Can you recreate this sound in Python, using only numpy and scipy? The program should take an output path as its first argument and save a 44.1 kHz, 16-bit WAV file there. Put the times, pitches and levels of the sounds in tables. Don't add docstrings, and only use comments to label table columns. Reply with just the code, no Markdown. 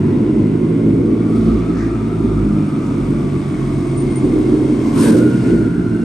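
import sys
import numpy as np
from scipy import signal
from scipy.fft import rfft, irfft, next_fast_len
from scipy.io import wavfile
from scipy.ndimage import uniform_filter1d, minimum_filter1d

SR = 44100
rng = np.random.default_rng(int(sys.argv[2]) if len(sys.argv) > 2 else 0)


def wav_out(sig):
    wavfile.write(sys.argv[1], SR, np.round(np.clip(np.atleast_2d(sig).T, -1, 1) * 32767).astype(np.int16))


N = 266364
TIME = np.arange(N) / SR
SIZE = next_fast_len(N, True)
BINS = np.fft.rfftfreq(SIZE, 1 / SR)


def amp(db):
    return 10 ** (np.asarray(db) / 20)


def unit(x):
    return x / np.sqrt(np.mean(x ** 2) + 1e-20)


def curves(rows):
    s, *columns = np.transpose(rows)
    return [np.interp(TIME, s, column) for column in columns]


def read(points, hz):
    table_hz, value = np.transpose(points)
    return np.interp(np.log(hz + 1), np.log(table_hz + 1), value)


def shaped(x, gain):
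    return irfft(rfft(x, SIZE) * gain, SIZE)[..., :N]


def below(x, edge_hz):
    return shaped(x, 1 / (1 + (BINS / edge_hz) ** 12))


def drift(rate_hz):
    return unit(shaped(rng.standard_normal(N), np.exp(-(BINS / rate_hz) ** 2)))


def steady(x, seconds):
    size = max(int(seconds * SR), 8)
    power = uniform_filter1d(uniform_filter1d((x ** 2).mean(0), size), size)
    return x / np.sqrt(abs(power) + 1e-12)


# freq_hz, likeness (0 to 1)
LIKENESS = [(60, .992), (150, .98), (330, .96), (550, .72), (1200, .5), (2500, .56), (5000, .72),
            (9000, .8)]
# freq_hz, offset_radians
PHASE_OFFSET = [(40, 0), (110, -.17), (380, -.17), (750, .8), (1100, .8), (1400, -.1), (2000, -.4),
                (2900, 1.4), (3800, .4), (6700, .2), (7500, 1.1), (8600, 0), (10250, -3.1), (11700, -6.2)]
# freq_hz, left_minus_right_db
SIDE_DB = [(60, 0), (130, -0.5), (300, -1.5), (450, -2.5), (700, 1), (1200, 1.2), (2000, 0.5), (3400, 2),
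           (6000, 5.5), (8500, 0), (12000, 0)]


def ports(pair):
    a, b = rfft(pair, SIZE)
    same = np.clip(read(LIKENESS, BINS), 0, 1)
    mixed = same * a + np.sqrt(1 - same ** 2) * b
    right = mixed * np.exp(-1j * read(PHASE_OFFSET, BINS))
    tilt = amp(read(SIDE_DB, BINS) / 2)
    return irfft(np.array([a * tilt, right / tilt]), SIZE)[:, :N]


def one_wave(x):
    return ports(np.array([x, np.zeros(N)]))


# freq_hz, decay_s
GARAGE = [(60, 1.4), (300, 1.15), (1000, 1.5), (4000, 0.69), (12000, 0.58)]


def garage(x, direct_db):
    hz, t, z = signal.stft(rng.standard_normal((2, 2 * SR)), SR, nperseg=512)
    fade = amp(-60 * t / read(GARAGE, hz)[:, None])
    tail = signal.istft(z * fade, SR, nperseg=512)[1]
    tail /= np.linalg.norm(tail[0])
    tail[0, 0] += amp(direct_db)
    tail[1] *= np.sqrt(1 + amp(direct_db) ** 2)
    return ports(shaped(x, rfft(tail, SIZE)))


def rolling(x, direct_db, places_hz=0.4632, count=3):
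    weights = [np.cos(np.pi * (places_hz * TIME + k / count)) ** 4 for k in range(count)]
    return sum(garage(x * weight, direct_db) for weight in weights)


def puffs(cycles, decay, between):
    burst = np.exp(-(cycles % 1) / decay)
    return unit((between + burst) * rng.standard_normal(N))


# time_s, level_db
BOOM = [(0.0, -35.0), (0.21, -37.5), (0.39, -30.5), (0.69, -40.5), (1.29, -37.0), (1.41, -25.5),
        (1.56, -23.5), (1.68, -29.0), (1.89, -24.0), (2.16, -33.5), (2.31, -22.0), (2.55, -26.5),
        (2.67, -42.5), (3.0, -27.5), (3.45, -38.0), (3.6, -30.5), (4.02, -30.0), (4.2, -40.0),
        (4.32, -27.0), (4.98, -37.5), (5.19, -44.0), (5.52, -33.0), (5.85, -43.5), (6.03, -35.5)]
# time_s, level_db
SECOND_ORDER = [(0.0, -24.5), (0.33, -41.0), (0.42, -23.5), (0.54, -32.5), (1.26, -25.0), (1.77, -33.0),
                (2.37, -24.5), (2.46, -30.5), (3.09, -31.0), (3.51, -40.5), (3.6, -32.5), (3.93, -41.5),
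                (4.11, -35.5), (6.03, -31.0)]
THIRD_ORDER = [(0.0, -21.0), (0.42, -27.5), (0.54, -20.5), (1.32, -25.0), (1.47, -20.0), (2.01, -34.5),
               (2.16, -24.5), (2.76, -22.5), (2.85, -30.5), (3.3, -21.5), (3.75, -23.0), (3.81, -29.5),
               (3.99, -23.0), (4.74, -28.0), (5.1, -28.0), (5.16, -19.5), (5.28, -32.0), (5.37, -19.0),
               (5.49, -34.0), (6.03, -35.0)]
FOURTH_ORDER = [(0.0, -25.0), (0.12, -30.0), (0.63, -16.5), (1.17, -27.0), (1.26, -20.0), (1.71, -25.5),
                (1.89, -20.5), (2.13, -32.0), (2.43, -21.0), (2.7, -22.0), (2.91, -36.0), (3.15, -24.5),
                (4.08, -34.0), (4.23, -28.0), (4.77, -37.5), (5.19, -19.5), (5.46, -26.5), (5.55, -20.0),
                (5.64, -30.5), (5.79, -22.0), (5.91, -32.5), (6.03, -22.5)]


def drone(firings):
    waver_radians, waver_hz = .17, 7
    flutter_db, flutter_hz = 2.2, 12
    tones = np.zeros(N)
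    for order, table in enumerate((BOOM, SECOND_ORDER, THIRD_ORDER, FOURTH_ORDER), 1):
        level_db = curves(table)[0] + flutter_db * drift(flutter_hz)
        angle = 2 * np.pi * (order * firings + rng.random())
        tones += amp(level_db) * np.sin(angle + order * waver_radians * drift(waver_hz))
    return np.sqrt(2) * one_wave(tones)


def pipe_ring(firings, rate):
    ring_hz, width_hz = 308, 5
    level_db, flutter_db = -.5, 3.5
    waver_radians = .55
    tones = np.zeros(N)
    for order in (5, 6, 7):
        closeness = np.exp(-.5 * ((order * rate - ring_hz) / width_hz) ** 2)
        tones += closeness * np.sin(2 * np.pi * order * firings + waver_radians * drift(13))
    return np.sqrt(2) * amp(level_db + flutter_db * drift(9)) * tones


# coasting_db, db_per_db_of_effort, db_per_extra_firing_per_s
BARK = (-21.5, 0.67, -0.12)
RASP = (-36, 1, 0.018)
IDLE_RATE = 50


def follow(law, effort_db, rate):
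    coasting_db, per_effort, per_firing = law
    return coasting_db + per_effort * effort_db + per_firing * (rate - IDLE_RATE)


# freq_hz, gain_db
PIPE = [(10, -50), (25, -24), (60, -12.5), (80, -12), (100, -3.5), (130, 2.5), (150, 0), (185, -1.5),
        (225, 3.5), (255, 1), (280, 2.5), (312, 3.5), (335, 3), (375, 0.5), (425, -7), (465, -9.5),
        (530, -18.5), (700, -30), (1100, -63), (4000, -110)]
CYLINDERS_DB = [-0.2, -2.2, -2.4, -2]


def exhaust(firings, ring, rumble_db, bark_db, rasp_db):
    rough = 0.58
    jitter, uneven_db = 0.042, 3.5
    bark_hz, rasp_hz = 250, 385
    wandering = firings + jitter * drift(25)
    at = np.flatnonzero(np.diff(np.floor(wandering)) > 0)
    strength_db = np.resize(CYLINDERS_DB, len(at)) + uneven_db * rng.standard_normal(len(at))
    pulses = np.zeros(N)
    pulses[at] = amp(strength_db)
    drive = (1 - rough) * unit(pulses) + rough * puffs(firings, decay=0.35, between=0.11)
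    pipe = shaped(rolling(drive, direct_db=-5.0), amp(read(PIPE, BINS)))
    low = below(pipe, bark_hz)
    body = below(pipe, rasp_hz)
    rumble = steady(low, seconds=0.15)
    bark = steady(steady(body - low, seconds=0.12) + one_wave(ring), seconds=0.13)
    rasp = steady(pipe - body, seconds=0.099)
    return amp(rumble_db) * rumble + amp(bark_db) * bark + amp(rasp_db) * rasp


# freq_hz, gain_db
BLOCK = [(250, -15), (500, -1.5), (630, 5.5), (700, 3.5), (810, -3.5), (970, 0), (1150, -3.5), (1420, -4),
         (1750, -9.5), (1980, -9), (2130, -4.5), (2290, -10), (2650, -11), (3100, -16.5), (3600, -18),
         (5000, -27), (10000, -45), (13000, -80)]


def clatter(firings, level_db):
    bay = rolling(puffs(2 * firings, decay=0.12, between=0.27), direct_db=-1)
    return amp(level_db) * steady(shaped(bay, amp(read(BLOCK, BINS))), seconds=.3)


# freq_hz, gain_db
AIR = [(1000, -12), (2200, 0), (3200, 1), (4000, 0), (5000, 0), (7000, -3), (8000, 0), (9000, 2),
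       (9700, -2), (10400, -9), (11400, -9), (12200, -20), (12800, -45)]


def intake(firings, level_db):
    air = garage(puffs(firings, decay=0.98, between=1.0), direct_db=9.0)
    return amp(level_db) * unit(shaped(air, amp(read(AIR, BINS))))


def fuzzy(angle, core_hz, skirt_hz, skirt):
    core = np.exp(-(BINS / core_hz) ** 2) / np.sqrt(core_hz)
    edges = np.exp(-(BINS / skirt_hz) ** 2) / np.sqrt(skirt_hz)
    a, b = shaped(rng.standard_normal((2, 2, N)), core + skirt * edges)
    return unit(a * np.cos(angle) + b * np.sin(angle))


# time_s, pitch_hz, level_db, upper_notes_against_main_note_db
WHINE = [(0, 963, -41, -11.5), (.45, 1029, -48, -14), (1.05, 1120, -47, -4), (1.2, 1150, -41, -3),
         (1.5, 1170, -36.5, -2), (2.1, 1203, -39, 1), (2.85, 1169, -38.5, 1), (3.3, 1138, -40.5, -7),
         (4, 1075, -41.5, 0), (4.68, 1075, -45, -3), (4.93, 1068, -38.5, -10.5), (5.02, 1510, -35.5, -5),
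         (5.18, 1445, -35, -8), (5.4, 1410, -37.5, -11), (5.51, 1460, -35, -11), (5.7, 1415, -38, -7),
         (6.04, 1390, -39, -6)]
# multiple_of_pitch, level_db
UPPER_NOTES = [(1.09, 0), (1.2, -11)]
# multiple_of_pitch, level_db
OVERTONES = [(2, 0), (3, -3.5)]


def whine(near_db):
    bay_share = .65
    overtone_db, near_share = -44, 0.64
    hz, level_db, upper_db = curves(WHINE)
    angle = 2 * np.pi * np.cumsum(hz * (1 + 0.00503 * drift(6.87))) / SR
    main = fuzzy(angle, core_hz=34, skirt_hz=130, skirt=1)
    upper = 0
    for multiple, db in UPPER_NOTES:
        note = fuzzy(multiple * angle, core_hz=38, skirt_hz=110, skirt=.8)
        upper = upper + amp(db + 3 * drift(14)) * note
    cluster = steady(main + amp(upper_db) * upper, seconds=.085)
    overtones = 0
    for multiple, db in OVERTONES:
        colour_db = bay_share * read(BLOCK, multiple * hz)
        note = fuzzy(multiple * angle, core_hz=65, skirt_hz=300, skirt=1)
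        overtones = overtones + amp(db + colour_db + 2 * drift(20)) * note
    notes = amp(level_db + .7 * drift(9.8)) * cluster
    return ports(notes + amp(overtone_db + near_share * near_db) * overtones)


# peak_s, level_db, rise_s, decay_s, centre_hz, width_octaves
NOISE_BANDS = [(1.38, -53, .08, .15, 9000, 0.21), (1.46, -47.5, 0.14, 0.39, 3000, 0.81),
               (1.83, -37, .055, .06, 1680, .3), (1.81, -48, .04, .07, 5200, .38),
               (2.87, -54, .045, .069, 6000, .57), (4.9, -46, .06, .06, 5500, .7),
               (4.88, -39, .09, .08, 1000, .17), (5.005, -30, .035, .04, 1000, .18),
               (5.075, -28.5, .018, .05, 960, .16), (5.085, -35, 0.025, 0.04, 1590, 0.019),
               (5.12, -22.5, .06, .09, 450, .28), (5.08, -30, 0.089, 0.1, 1070, 1),
               (5.03, -31.8, .048, .075, 4000, .92), (5.1, -34, .025, .035, 4200, .85),
               (5.185, -39.5, .025, .03, 5000, .75), (5.045, -29, .05, .09, 9230, .2),
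               (5.46, -39, 0.014, 0.11, 1800, 0.37)]


def rushing_noise():
    surge_db, surge_hz = .8, 70
    out = np.zeros((2, N))
    for s, db, rise, decay, hz, octaves in NOISE_BANDS:
        band = np.exp(-.5 * (np.log2((BINS + 1) / hz) / octaves) ** 2)
        before, after = np.minimum(TIME - s, 0), np.maximum(TIME - s, 0)
        swell = np.exp(-(before / rise) ** 2 / 2 - after / decay)
        out += amp(db) * swell * unit(shaped(rng.standard_normal((2, N)), band))
    return ports(out * amp(surge_db * drift(surge_hz)))


# start_s, peak_db
BURBLES = [(1.757, -11), (1.863, -10), (2.049, -7.5), (2.245, -8), (5.357, -8), (5.544, -9), (5.677, -8),
           (5.794, -11), (5.862, -10)]


def burbles(hz=270, swell_s=.003):
    out = np.zeros(N)
    for s, db in BURBLES:
        age = np.maximum(TIME - s, 0)
        swell = age / swell_s * np.exp(1 - np.minimum(age / swell_s, 20))
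        out += amp(db) * swell * np.sin(2 * np.pi * hz * age)
    return one_wave(out)


# start_s, length_s, level_db, rise_s, fall_over_length_db
SQUEAKS = [(3.85, .5, -54, .03, 2), (3.968, .062, -38.5, .012, 2), (4.095, .045, -46, .02, 0),
           (4.157, .048, -33.5, .002, 7)]


def brake():
    squeak_hz, waver_hz = 8965, 14
    release_s, chatter_db = 0.0099, 2.5
    level = np.zeros(N)
    for s, length, db, rise, fall_db in SQUEAKS:
        age = np.maximum(TIME - s, 0)
        fade_in = np.clip(age / rise, 0, 1)
        fade_out = np.clip((length - age) / release_s, 0, 1)
        level += amp(db - fall_db * age / length) * fade_in * fade_out
    level *= amp(chatter_db * drift(50))
    angle = 2 * np.pi * np.cumsum(squeak_hz + waver_hz * drift(100)) / SR
    squeak = np.sqrt(2) * level * np.sin(angle)
    return one_wave(squeak) + amp(-13) * garage(squeak, direct_db=-40)


# time_s, firings_per_s
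SPEED = [(0, 47.5), (.55, 53.3), (1, 55.3), (1.6, 56.2), (1.95, 55.6), (2.25, 53.6), (2.5, 51.5), (3.1, 49),
         (3.7, 45.9), (4.25, 44.6), (4.42, 43.8), (4.7, 44), (4.9, 43.2), (5.1, 61.2), (5.3, 61.3),
         (6.04, 57.5)]
# time_s, effort_against_coasting_db
EFFORT = [(0, 2), (.22, 8), (.45, 6.5), (.7, 6.5), (1.08, 9.5), (1.4, 5), (1.7, 2.5), (1.97, -0.5),
          (2.3, 2), (2.7, 1), (3.15, 0), (3.45, -4), (4, .5), (4.2, 1.5), (4.3, 8.5), (4.62, 11),
          (4.92, 3.5), (5.02, 14), (5.22, 16.5), (5.39, 2.5), (5.51, 12), (5.7, 1), (6.04, 1.5)]
# time_s, nearness_db
NEARNESS = [(0, -7), (1.05, -7.5), (2.2, -5.5), (4, -1), (4.8, -0.5), (5.5, 1.5), (5.73, -6), (6.04, -5)]
# time_s, level_db
RUMBLE = [(0, -16), (.06, -20), (.27, -18.5), (.78, -22), (.96, -17), (1.14, -22), (1.35, -21), (1.71, -23),
          (3.15, -22), (3.6, -23.5), (3.93, -22), (4.29, -23), (4.89, -22), (5, -14), (5.1, -13.5),
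          (5.28, -18.5), (5.67, -18), (6.04, -20)]
# time_s, level_db
CLATTER = [(0, -36), (1.1, -37.5), (1.5, -36), (2.2, -36.5), (4, -35.5), (4.8, -34), (5.5, -35),
           (5.75, -39), (6.04, -39.5)]


def scene():
    air_db = -44.5
    throb_db, throb_hz = .9, 14
    tables = (SPEED, EFFORT, NEARNESS, RUMBLE, CLATTER)
    rate, effort_db, near_db, rumble_db, clatter_db = [curves(table)[0] for table in tables]
    firings = np.cumsum(rate * (1 + .004 * drift(8))) / SR
    bark_db = follow(BARK, effort_db, rate)
    rasp_db = follow(RASP, effort_db, rate)
    ring = pipe_ring(firings, rate)
    tailpipe = drone(firings) + exhaust(firings, ring, rumble_db, bark_db, rasp_db)
    tailpipe = tailpipe * amp(throb_db * drift(throb_hz))
    bay = clatter(firings, clatter_db) + intake(firings, air_db + near_db) + whine(near_db)
    return tailpipe + bay + rushing_noise() + burbles() + brake()


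def record(dry, ceiling=0.87):
    room = np.minimum(1, ceiling / (abs(dry).max(0) + 1e-9))
    limited = dry * uniform_filter1d(minimum_filter1d(room, size=220), size=220)
    limited = limited * signal.windows.tukey(N, .001)
    low_pass = signal.firwin(511, 13400, window=("kaiser", 9), fs=SR)
    return signal.oaconvolve(limited, low_pass[None], "same")


dry = scene()
out = record(dry)
wav_out(out)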